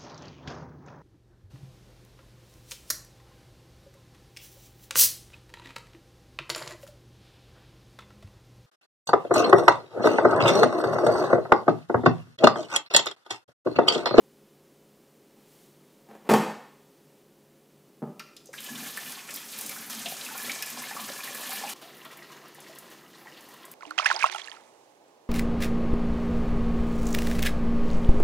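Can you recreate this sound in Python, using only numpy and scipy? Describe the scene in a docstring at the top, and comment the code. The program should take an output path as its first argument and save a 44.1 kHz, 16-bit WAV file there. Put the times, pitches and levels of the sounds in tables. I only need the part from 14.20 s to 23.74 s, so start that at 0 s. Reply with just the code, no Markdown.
"""A stream of water splashes through a filler flap into the hollow tank of a portable air cooler:
shaped noise makes the spray, ringing bubbles the gurgle, a humming resonance the tank wall.
Before it, a finger pulls the plastic flap open, it slams on its stop, a jug bumps the lip and drops fall.
Knocks ring as dying tones with bursts of noise. The last part is heard from the side, duller and softer.
A quiet room adds echoes, soft noise and hum. One microphone."""
import sys
import numpy as np
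from scipy import signal
from scipy.fft import rfft, irfft, next_fast_len
from scipy.io import wavfile

SR = 44100
rng = np.random.default_rng(int(sys.argv[2]) if len(sys.argv) > 2 else 0)


def log_audio(samples):
    """Write samples as a 16-bit WAV file to the path given in sys.argv[1]."""
    # one column per channel
    frames = np.atleast_2d(samples).T
    # limit to full scale, then quantise
    limited = np.clip(frames, -1, 1)
    pcm = np.round(limited * 32767).astype(np.int16)
    wavfile.write(sys.argv[1], SR, pcm)


N = 420713   # length in samples

# All levels are those before the room and record() act.
# "t60" is the time a sound takes to fall by 60 dB.


def from_db(db):
    """Turn decibels into a plain multiplier."""
    return 10 ** (np.asarray(db) / 20)


def rms_one(x):
    """Scale a sound to an average strength (rms) of 1."""
    return x / np.sqrt(np.mean(x ** 2) + 1e-20)


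def gains_in_time(rows):
    """Draw each dB column as one gain per sample, silent outside the table."""
    times, *columns = np.transpose(rows)
    t = np.arange(N) / SR
    return [from_db(np.interp(t, times, column, left=-200, right=-200)) for column in columns]


def at_hz(points, hz):
    """Read a table between its points, with pitch on a logarithmic scale."""
    table_hz, values = np.transpose(points)
    return np.interp(np.log(hz), np.log(table_hz), values)


def colour(x, spectrum):
    """Make some pitches louder than others, following a table; the result has rms 1."""
    size = next_fast_len(N)
    hz = np.arange(size // 2 + 1) * SR / size + 1   # the 1 avoids log(0)
    shaped = rfft(x, size) * from_db(at_hz(spectrum, hz))
    return rms_one(irfft(shaped, size)[:N])


def band(x, low_hz, high_hz):
    """Keep only the pitches between two limits (Butterworth band-pass)."""
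    limits = [low_hz, min(high_hz, 0.45 * SR)]
    return signal.sosfilt(signal.butter(2, limits, "band", fs=SR, output="sos"), x)


def ring(clicks, hz, t60):
    """Let each click set off a dying sine, like a tapped object; a click of 1 gives height 1."""
    shrink = from_db(-60 / (t60 * SR))
    turn = 2 * np.pi * hz / SR
    feedback = [1, -2 * shrink * np.cos(turn), shrink * shrink]
    return signal.lfilter([0, np.sin(turn)], feedback, clicks + 1e-18)


def fade(clicks, t60):
    """Make an envelope that jumps at each click and dies away."""
    return signal.lfilter([1], [1, -from_db(-60 / (t60 * SR))], clicks + 1e-18)


def swell(clicks, t60):
    """Fade with a rounded start, as a slap of water takes some milliseconds to spread; rms 1."""
    return rms_one(fade(fade(clicks, t60), 0.24 * t60))


def dying(t, t60):
    """Exponential decay from 1."""
    return from_db(-60 * t / t60)


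def chance_clicks(per_s, spread_db):
    """Place clicks at random moments, many small and few large."""
    happens = rng.random(N) < per_s / SR
    return happens * from_db(spread_db * np.minimum(rng.exponential(1, N), 4))


def strike(times, levels_db, modes, damping, soft_hz):
    """Each blow rings every tone of a body with a random strength; a soft contact dulls the sound."""
    at, out = (np.array(times) * SR).astype(int), np.zeros(N)
    for hz, level_db, t60 in modes:
        clicks = np.zeros(N)
        clicks[at] = from_db(levels_db + level_db + rng.normal(0, 2.6, len(at)))
        out += ring(clicks, hz, t60 * damping)
    return signal.sosfilt(signal.butter(2, soft_hz, fs=SR, output="sos"), out)


# loudness of the stream near the flap: (time [s], spray level [dB], bubbling level [dB])
NEAR_LEVELS = [(4.33, -46, -56), (4.38, -46, -60), (4.51, -41.5, -51), (4.67, -39, -48.5), (4.73, -42, -53),
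               (4.9, -40, -51.5), (5.05, -46, -52), (5.16, -41.5, -60), (5.28, -44.5, -65),
               (5.38, -38.5, -57), (5.6, -43, -50.5), (5.87, -39.5, -50.5), (6.05, -42, -49),
               (6.29, -38, -45.5), (6.4, -41, -49.5), (6.8, -39.5, -44), (7.01, -40.5, -47),
               (7.4, -39, -43), (7.54, -40, -47)]
# tone of its spray: (frequency [Hz], relative level per Hz [dB])
NEAR_COLOUR = [(180, -39), (300, -11.5), (787, -7.5), (1530, -5), (1720, 0), (2000, -6), (2360, -5.5),
               (4590, -5), (14200, -7), (16000, -9)]
# air spaces of the tank: (frequency [Hz], width setting [Hz], relative level [dB])
NEAR_TANK = [(777, 59, -4.5), (1060, 77, -2.5), (1734, 79, 3.5), (2440, 190, -1)]


def near_stream():
    """The water heard near the flap, with surges that thud on the tank wall."""
    return stream(NEAR_LEVELS, thuds(), NEAR_COLOUR, NEAR_TANK,
                  drum_hz=233.4, width_hz=51, burst_db=-3.0, top_hz=5070, murmur_db=-18.5)


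# loudness of the stream from the side: (time [s], spray level [dB], bubbling level [dB])
SIDE_LEVELS = [(7.54, -53, -61), (7.7, -53, -56.5), (8.0, -56, -55), (8.15, -53, -56), (8.35, -56.5, -59.5),
               (8.5, -53, -55), (8.88, -57.5, -58.5), (9.3, -53, -58.5), (9.54, -56.5, -56.5)]
# tone of its spray: (frequency [Hz], relative level per Hz [dB])
SIDE_COLOUR = [(180, -33), (300, -9), (405, -14), (502, -2), (1030, 0), (2250, -7.5), (2980, -4.5),
               (7820, -12.5), (13300, -16.5), (16000, -12.5)]
# air spaces of the tank: (frequency [Hz], width setting [Hz], relative level [dB])
SIDE_TANK = [(1085, 125, 4.5), (1295, 110, 2.5), (1680, 110, -6), (1950, 240, 7.5), (2900, 210, 1)]


def side_stream():
    """The same filling heard from the side of the casing, without separate thuds."""
    return stream(SIDE_LEVELS, 0, SIDE_COLOUR, SIDE_TANK,
                  drum_hz=359, width_hz=82, burst_db=-1.5, top_hz=6500, murmur_db=-6.5)


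BUNCHES_PER_S, BUNCH_T60_S, BUNCH_SHARE = 25, 0.12, 0.26   # bubbles come in bunches


def stream(levels, surges, spectrum, tank, drum_hz, width_hz, burst_db, top_hz, murmur_db):
    """Spray, bubbles in bunches and the low drumming of the plastic wall under the falling water."""
    spray, bubbles = gains_in_time(levels)
    wall = rms_one(ring(rng.standard_normal(N), drum_hz, 2.54 / width_hz))   # a wider tone dies sooner
    bunch_swells = swell(chance_clicks(BUNCHES_PER_S, spread_db=3.5), BUNCH_T60_S)
    bunches = rms_one(0.5 + BUNCH_SHARE * bunch_swells)
    drumming = surges + from_db(murmur_db) * spray   # thuds over a murmur that follows the spray
    sprayed = spray * splash(spectrum, burst_db)
    gurgled = bubbles * bunches * gurgle(tank, 350, top_hz)
    return sprayed + gurgled + drumming * wall


def splash(spectrum, burst_db):
    """Slaps of water swell half-octave bands of noise, partly all together, partly in pairs."""
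    white, out = rng.standard_normal((2, N)), 0
    together = swell(chance_clicks(28.0, spread_db=6.5), 0.085)
    edges = 300 * 2 ** np.arange(0, 6.1, 0.5)   # Hz
    for k, (low, high) in enumerate(zip(edges, edges[1:])):
        if k % 2 == 0:   # each pair of bands shares its own swells
            alone = swell(chance_clicks(45, spread_db=2.0), 0.065)
        bursts = 1 + from_db(burst_db) * (0.52 * together + alone)
        gain = from_db(at_hz(spectrum, np.sqrt(low * high))) * bursts
        out = out + gain * band(white[k % 2], low, high)
    return rms_one(out)


def gurgle(tank, per_s, top_hz):
    """Small bubbles, shaken by puffs of noise, ring at many pitches; the tank's air favours some."""
    clicks = chance_clicks(per_s, spread_db=3.0)
    puffs = fade(clicks, 0.018) * rng.standard_normal(N)
    pitch_number = rng.integers(0, 13, N)[np.cumsum(clicks > 0)]   # kept until the next bubble
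    rings, hollow = 0, 0
    for k, hz in enumerate(np.geomspace(550, top_hz, 13)):
        rings = rings + rms_one(ring(puffs * (pitch_number == k), hz, 13.2 / hz))
    for hz, width, db in tank:
        favoured = band(rings, hz - 1.0 * width, hz + 0.6 * width)
        hollow = hollow + from_db(db) * favoured / np.sqrt(width / hz)
    return rms_one(rms_one(rings) + 0.77 * rms_one(hollow))


# surges of the stream thud on the tank wall: (time [s], level [dB], held time [s])
THUDS = [(4.51, -47.5, 0.14), (4.85, -59, 0.041), (5.13, -59, 0.058), (5.45, -53.5, 0.051),
         (5.6, -57, 0.089), (5.75, -53, 0.031), (5.86, -52, 0.037), (6.08, -59, .03), (6.25, -49.5, 0.059),
         (6.53, -53.5, 0.049), (6.76, -55.5, .14), (7.24, -58.5, 0.065), (7.44, -63, .08)]
THUD_ATTACK_S, THUD_RELEASE_S = 0.018, 0.037


def thuds():
    """Loudness of the surges: each rises, holds and dies away in straight lines."""
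    t, out = np.arange(N) / SR, np.zeros(N)
    for s, db, held in THUDS:
        corners = [s - THUD_ATTACK_S, s, s + held, s + held + THUD_RELEASE_S]
        out += from_db(db) * np.interp(t, corners, [0, 1, 1, 0])
    return out


# the clearest bubbles and slaps of water: (time [s], level [dB], starting pitch [Hz])
DROPS = [(3.995, -35, 4620), (3.995, -34.5, 2420), (4, -36, 1317), (4.165, -42.5, 3490),
         (4.167, -42.5, 4960), (4.269, -46, 5880), (4.29, -39.5, 510), (4.337, -33.5, 1590),
         (4.38, -29.5, 3006), (4.462, -35, 2950), (4.555, -34.5, 3450), (4.773, -25.5, 1730),
         (4.862, -37, 2880), (4.987, -35.5, 2500), (5.084, -33, 1730), (5.09, -34, 2440),
         (5.151, -33.5, 4930), (5.17, -34, 3150), (5.493, -35, 2270), (5.522, -35.5, 2270),
         (5.562, -33, 1450), (5.73, -37.5, 1740), (5.858, -31.5, 662), (5.858, -26.5, 3500),
         (5.86, -27.5, 2720), (6.011, -30.5, 3800), (6.063, -32, 2550), (6.088, -32, 1440),
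         (6.11, -36.5, 860), (6.145, -32, 1347), (6.147, -36, 730), (6.152, -35, 1040), (6.266, -34, 1910),
         (6.295, -23, 2246), (6.315, -34, 4070), (6.423, -28, 5070), (6.425, -28, 2450),
         (6.636, -29.5, 2090), (6.709, -31.5, 1740), (6.711, -32.5, 794), (6.765, -25, 1118),
         (7.032, -31, 4110), (7.073, -29, 1753), (7.205, -42, 810), (7.241, -39, 1096), (7.294, -35, 750),
         (7.395, -34.5, 1750), (7.437, -24.5, 803), (7.474, -35, 2800), (7.628, -45, 630),
         (7.654, -46, 687), (7.845, -43, 1850), (7.852, -38.5, 1060), (7.853, -39, 3270), (7.859, -45, 617),
         (7.86, -42, 1326), (7.975, -43.5, 2080), (8.101, -43, 1036), (8.157, -45, 920), (8.464, -44, 1880),
         (8.496, -39.5, 619), (8.949, -46, 3960), (8.954, -50, 1060), (9.057, -42.5, 845),
         (9.07, -39, 1870), (9.144, -46, 2980), (9.286, -47, 790), (9.337, -42, 1050), (9.431, -44, 3180),
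         (9.44, -43, 1950), (9.443, -42, 1030)]
DROP_T60_S, DROP_T60_SLOPE = 0.093, -0.22   # t60 at 1 kHz and its power law in pitch
DROP_NOISINESS, NOISIER_PER_OCTAVE = 0.34, 0.11   # share of slap noise at 1 kHz; more for higher drops


def drops():
    """A bubble rises in pitch as it dies, blurred by slap noise around it; small bubbles die sooner."""
    out, t = np.zeros(N + 8000), np.arange(8000) / SR
    for (s, level_db, hz), noise in zip(DROPS, rng.standard_normal((len(DROPS), 8000))):
        at = int(s * SR)
        t60 = DROP_T60_S * (hz / 1000) ** DROP_T60_SLOPE
        noisy = np.clip(DROP_NOISINESS + NOISIER_PER_OCTAVE * np.log2(hz / 1000), 0, 1)
        bubble = np.sin(2 * np.pi * hz * (t + 1.54 * t ** 2))   # the square term lifts the pitch
        slap = rms_one(band(noise, hz / 1.27, hz * 1.23))
        envelope = np.minimum(t / 0.00083, 1) * from_db(level_db) * dying(t, t60)
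        out[at:at + 8000] += envelope * ((1 - noisy) * bubble + noisy * slap)
    return out[:N]


# the clearest spits of spray: (time [s], level [dB], middle of the noise band [Hz])
SPITS = [(3.994, -50, 6500), (3.994, -44, 13000), (4.165, -48.5, 8550), (4.257, -48, 8300),
         (4.404, -38, 10300), (4.443, -36, 13000), (4.772, -34, 10200), (4.921, -38, 10320),
         (5.106, -37.5, 6500), (5.14, -32.5, 11580), (5.16, -30.5, 13000), (5.387, -33.5, 11500),
         (5.41, -30, 10100), (5.462, -32, 11580), (5.493, -30.5, 13000), (5.885, -35, 6500),
         (5.749, -37, 7300), (5.792, -36, 10500), (5.967, -37, 7000), (6.177, -33, 9300),
         (6.275, -36, 9190), (6.317, -31, 6500), (6.423, -29.5, 10200), (6.461, -34.5, 13000),
         (6.5, -33.5, 11500), (6.814, -37, 11580), (7.147, -32.5, 10500), (7.292, -36, 13000),
         (7.619, -49, 11580), (7.768, -48, 13000), (7.849, -44.5, 13000), (7.971, -43, 13000),
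         (8.281, -52, 12760), (8.346, -47, 13000), (8.403, -45.5, 10000), (8.551, -49, 11580),
         (8.585, -38.5, 11580), (8.702, -50, 12900), (9.207, -50, 9190), (9.287, -46.5, 13000),
         (9.338, -49, 13000), (9.452, -43.5, 10320), (9.514, -38, 13200)]
SPIT_T60_S, TICK_DB, TICK_T60_S = 0.045, 2, 0.0066   # the hiss; the tick at its start, relative to it


def spits():
    """Flying spray gives quick bursts of bright noise: a short tick and a longer hiss."""
    out, t = np.zeros(N + 4000), np.arange(4000) / SR
    for (s, level_db, hz), noise in zip(SPITS, rng.standard_normal((len(SPITS), 4000))):
        at = int(s * SR)
        decay = dying(t, SPIT_T60_S) + from_db(TICK_DB) * dying(t, TICK_T60_S)
        envelope = np.minimum(t / 0.0012, 1) * from_db(level_db) * decay
        out[at:at + 4000] += envelope * rms_one(band(noise, 0.66 * hz, 1.38 * hz))
    return out[:N]


# the flap drags on its hinge: (time [s], level [dB])
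DRAG = [(1.84, -75), (1.954, -50.5), (2.028, -73), (2.076, -43.5), (2.088, -45)]
# a faint click, then light knocks and the flap hitting its stop:
# (time [s], ring level [dB], rattle level [dB], crack level [dB])
SLAM = [(1.17, -65, -77, -80), (1.888, -52, -57, -64), (1.91, -54, -48, -69), (2.049, -52, -60, -70),
        (2.091, -49, -17, -44), (2.096, -28.5, -15.5, -37), (2.106, -22.5, -25, -34.5),
        (2.113, -41, -25, -32), (2.119, -17, -36, -39), (2.136, -19, -20, -29), (2.138, -19, -15, -36)]
# tones of the casing: (frequency [Hz], relative level [dB], t60 before damping [s])
CASING = [(177, -38, 0.178), (210.3, 5.5, 0.27), (329, -8, 0.35), (353, -15.5, 0.33), (450, -5, 0.11),
          (511, -10.5, 0.305), (626, -21, .2), (808, -2, 0.17)]
# tone of the rattle and drag: (frequency [Hz], relative level per Hz [dB])
RATTLE_COLOUR = [(110, -48), (160, -14.5), (250, -1.5), (400, -1), (850, -7), (1300, -13), (2400, -19),
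                 (4000, -29.5), (6000, -35.5)]


def flap():
    """The hinge drags and creaks, then the flap rattles against its stop and the casing booms."""
    rattle_noise = colour(rng.standard_normal(N), RATTLE_COLOUR)
    slips = fade(chance_clicks(220, spread_db=4.5), 0.0365)
    drag = gains_in_time(DRAG)[0] * rms_one(rattle_noise * (1 + slips))
    s, ring_db, rattle_db, crack_db = np.transpose(SLAM)
    at = (s * SR).astype(int)
    shakes, cracks = np.zeros((2, N))
    shakes[at], cracks[at] = from_db(rattle_db), from_db(crack_db)
    boom = strike(s, ring_db, CASING, damping=0.92, soft_hz=1500)
    rattle = fade(shakes, 0.083) * rattle_noise
    crack = fade(cracks, 0.044) * rms_one(band(rng.standard_normal(N), 2270, 10800))
    return drag + boom + rattle + crack


# the jug meets the lip of the flap: (time [s], level [dB])
BUMP = [(3.82, -34), (3.826, -25.5), (3.839, -30.5), (3.875, -37)]
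# tones of the lip: (frequency [Hz], relative level [dB], t60 before damping [s])
LIP = [(229, 0, 0.12), (414, 3, 0.12), (588, -10, 0.57), (757, -8, 0.17), (860, -16, 0.19),
       (1030, -33, 0.33), (1093, -26, 0.069), (1225, -22, 0.19)]


def jug():
    """A dull bump of plastic on plastic: soft blows on strongly damped tones."""
    s, level_db = np.transpose(BUMP)
    return strike(s, level_db, LIP, damping=0.23, soft_hz=1570)


# how long echoes last: (frequency [Hz], t60 [s])
ROOM_T60 = [(100, 0.45), (250, 0.47), (1000, 0.72), (4000, 0.58), (14000, 0.16)]


def room(x):
    """Echoes blend into a diffuse tail: octave bands of noise, each dying at its own rate."""
    t, edges = np.arange(SR) / SR, 62 * 2 ** np.arange(9)
    tail = np.zeros(SR)
    for low, high in zip(edges, edges[1:]):
        tail += band(rng.standard_normal(SR), low, high) * dying(t, at_hz(ROOM_T60, 0.72 * low))
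    tail *= np.minimum(t / 0.0059, 1)   # the first echoes take time to build
    return signal.fftconvolve(x, tail / np.sqrt(np.sum(tail ** 2)))[:N]


# loudness of the room air: (time [s], level [dB])
AIR_LEVELS = [(0, -59), (1.1, -59), (1.2, -58), (3.02, -58.5), (3.05, -60), (7.5, -55.5), (7.54, -56),
              (9.54, -57.5)]
# its tone: (frequency [Hz], relative level per Hz [dB])
AIR_COLOUR = [(65, -57), (110, -25), (140, -4.5), (175, -10), (210, -5), (350, -8), (410, -8), (470, -11.5),
              (560, -14), (1460, -24.5), (4000, -27.5), (11000, -30.5), (15000, -29), (16000, -25)]
# faint hum tones: (frequency [Hz], rms level [dB])
HUM = [(145.3, -68), (209.9, -74.5), (344.5, -73), (409.1, -68.5), (538.3, -73), (2998, -86.5)]
# a hand brushes the grille: (time [s], level [dB])
BRUSH = [(1.16, -78), (1.318, -62), (1.438, -62), (1.536, -70), (1.7, -78)]


def air():
    """Soft room noise of slightly varying level, steady hum tones and the hiss of a brushing hand."""
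    level, = gains_in_time(AIR_LEVELS)
    t, hum = np.arange(N) / SR, np.zeros(N)
    for hz, db in HUM:   # the root of 2 turns an rms level into a sine's height
        hum += np.sqrt(2) * from_db(db) * np.sin(2 * np.pi * (hz * t + rng.random()))
    brush = gains_in_time(BRUSH)[0] * rms_one(band(rng.standard_normal(N), 1500, 19400))
    return level * colour(rng.standard_normal(N), AIR_COLOUR) + hum + brush


SIDE_S = 7.537   # from this moment on, one listens from the side


def scene():
    """Water and knocks in the room; the change of listening place is sudden."""
    near = np.arange(N) < SIDE_S * SR
    single = drops() + spits()
    water = single + near_stream()
    knocks = flap() + jug()
    front = water + knocks + room(from_db(-4) * knocks + from_db(-7.5) * water)
    side = (single + side_stream()) * ~near
    mono = front * near + side + from_db(-6.5) * room(side) + air()
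    return np.array([mono, mono])


CUTOFF_HZ = 16250   # nothing much passes above this


def record(dry):
    """A steep bass cut, rounded peaks, a faint rumble of the electronics, and the top cut."""
    thin = signal.sosfilt(signal.butter(7, 142, "high", fs=SR, output="sos"), dry)
    deep = 0.9 * band(rng.standard_normal(N), 16, 34.4)
    rumble = from_db(-81.5) * rms_one(deep + band(rng.standard_normal(N), 80, 128))
    rounded = 0.68 * np.tanh(thin / 0.73)
    top_cut = signal.cheby2(16, 70, CUTOFF_HZ, fs=SR, output="sos")
    return signal.sosfilt(top_cut, rounded + rumble)


dry = scene()
out = record(dry)
log_audio(out)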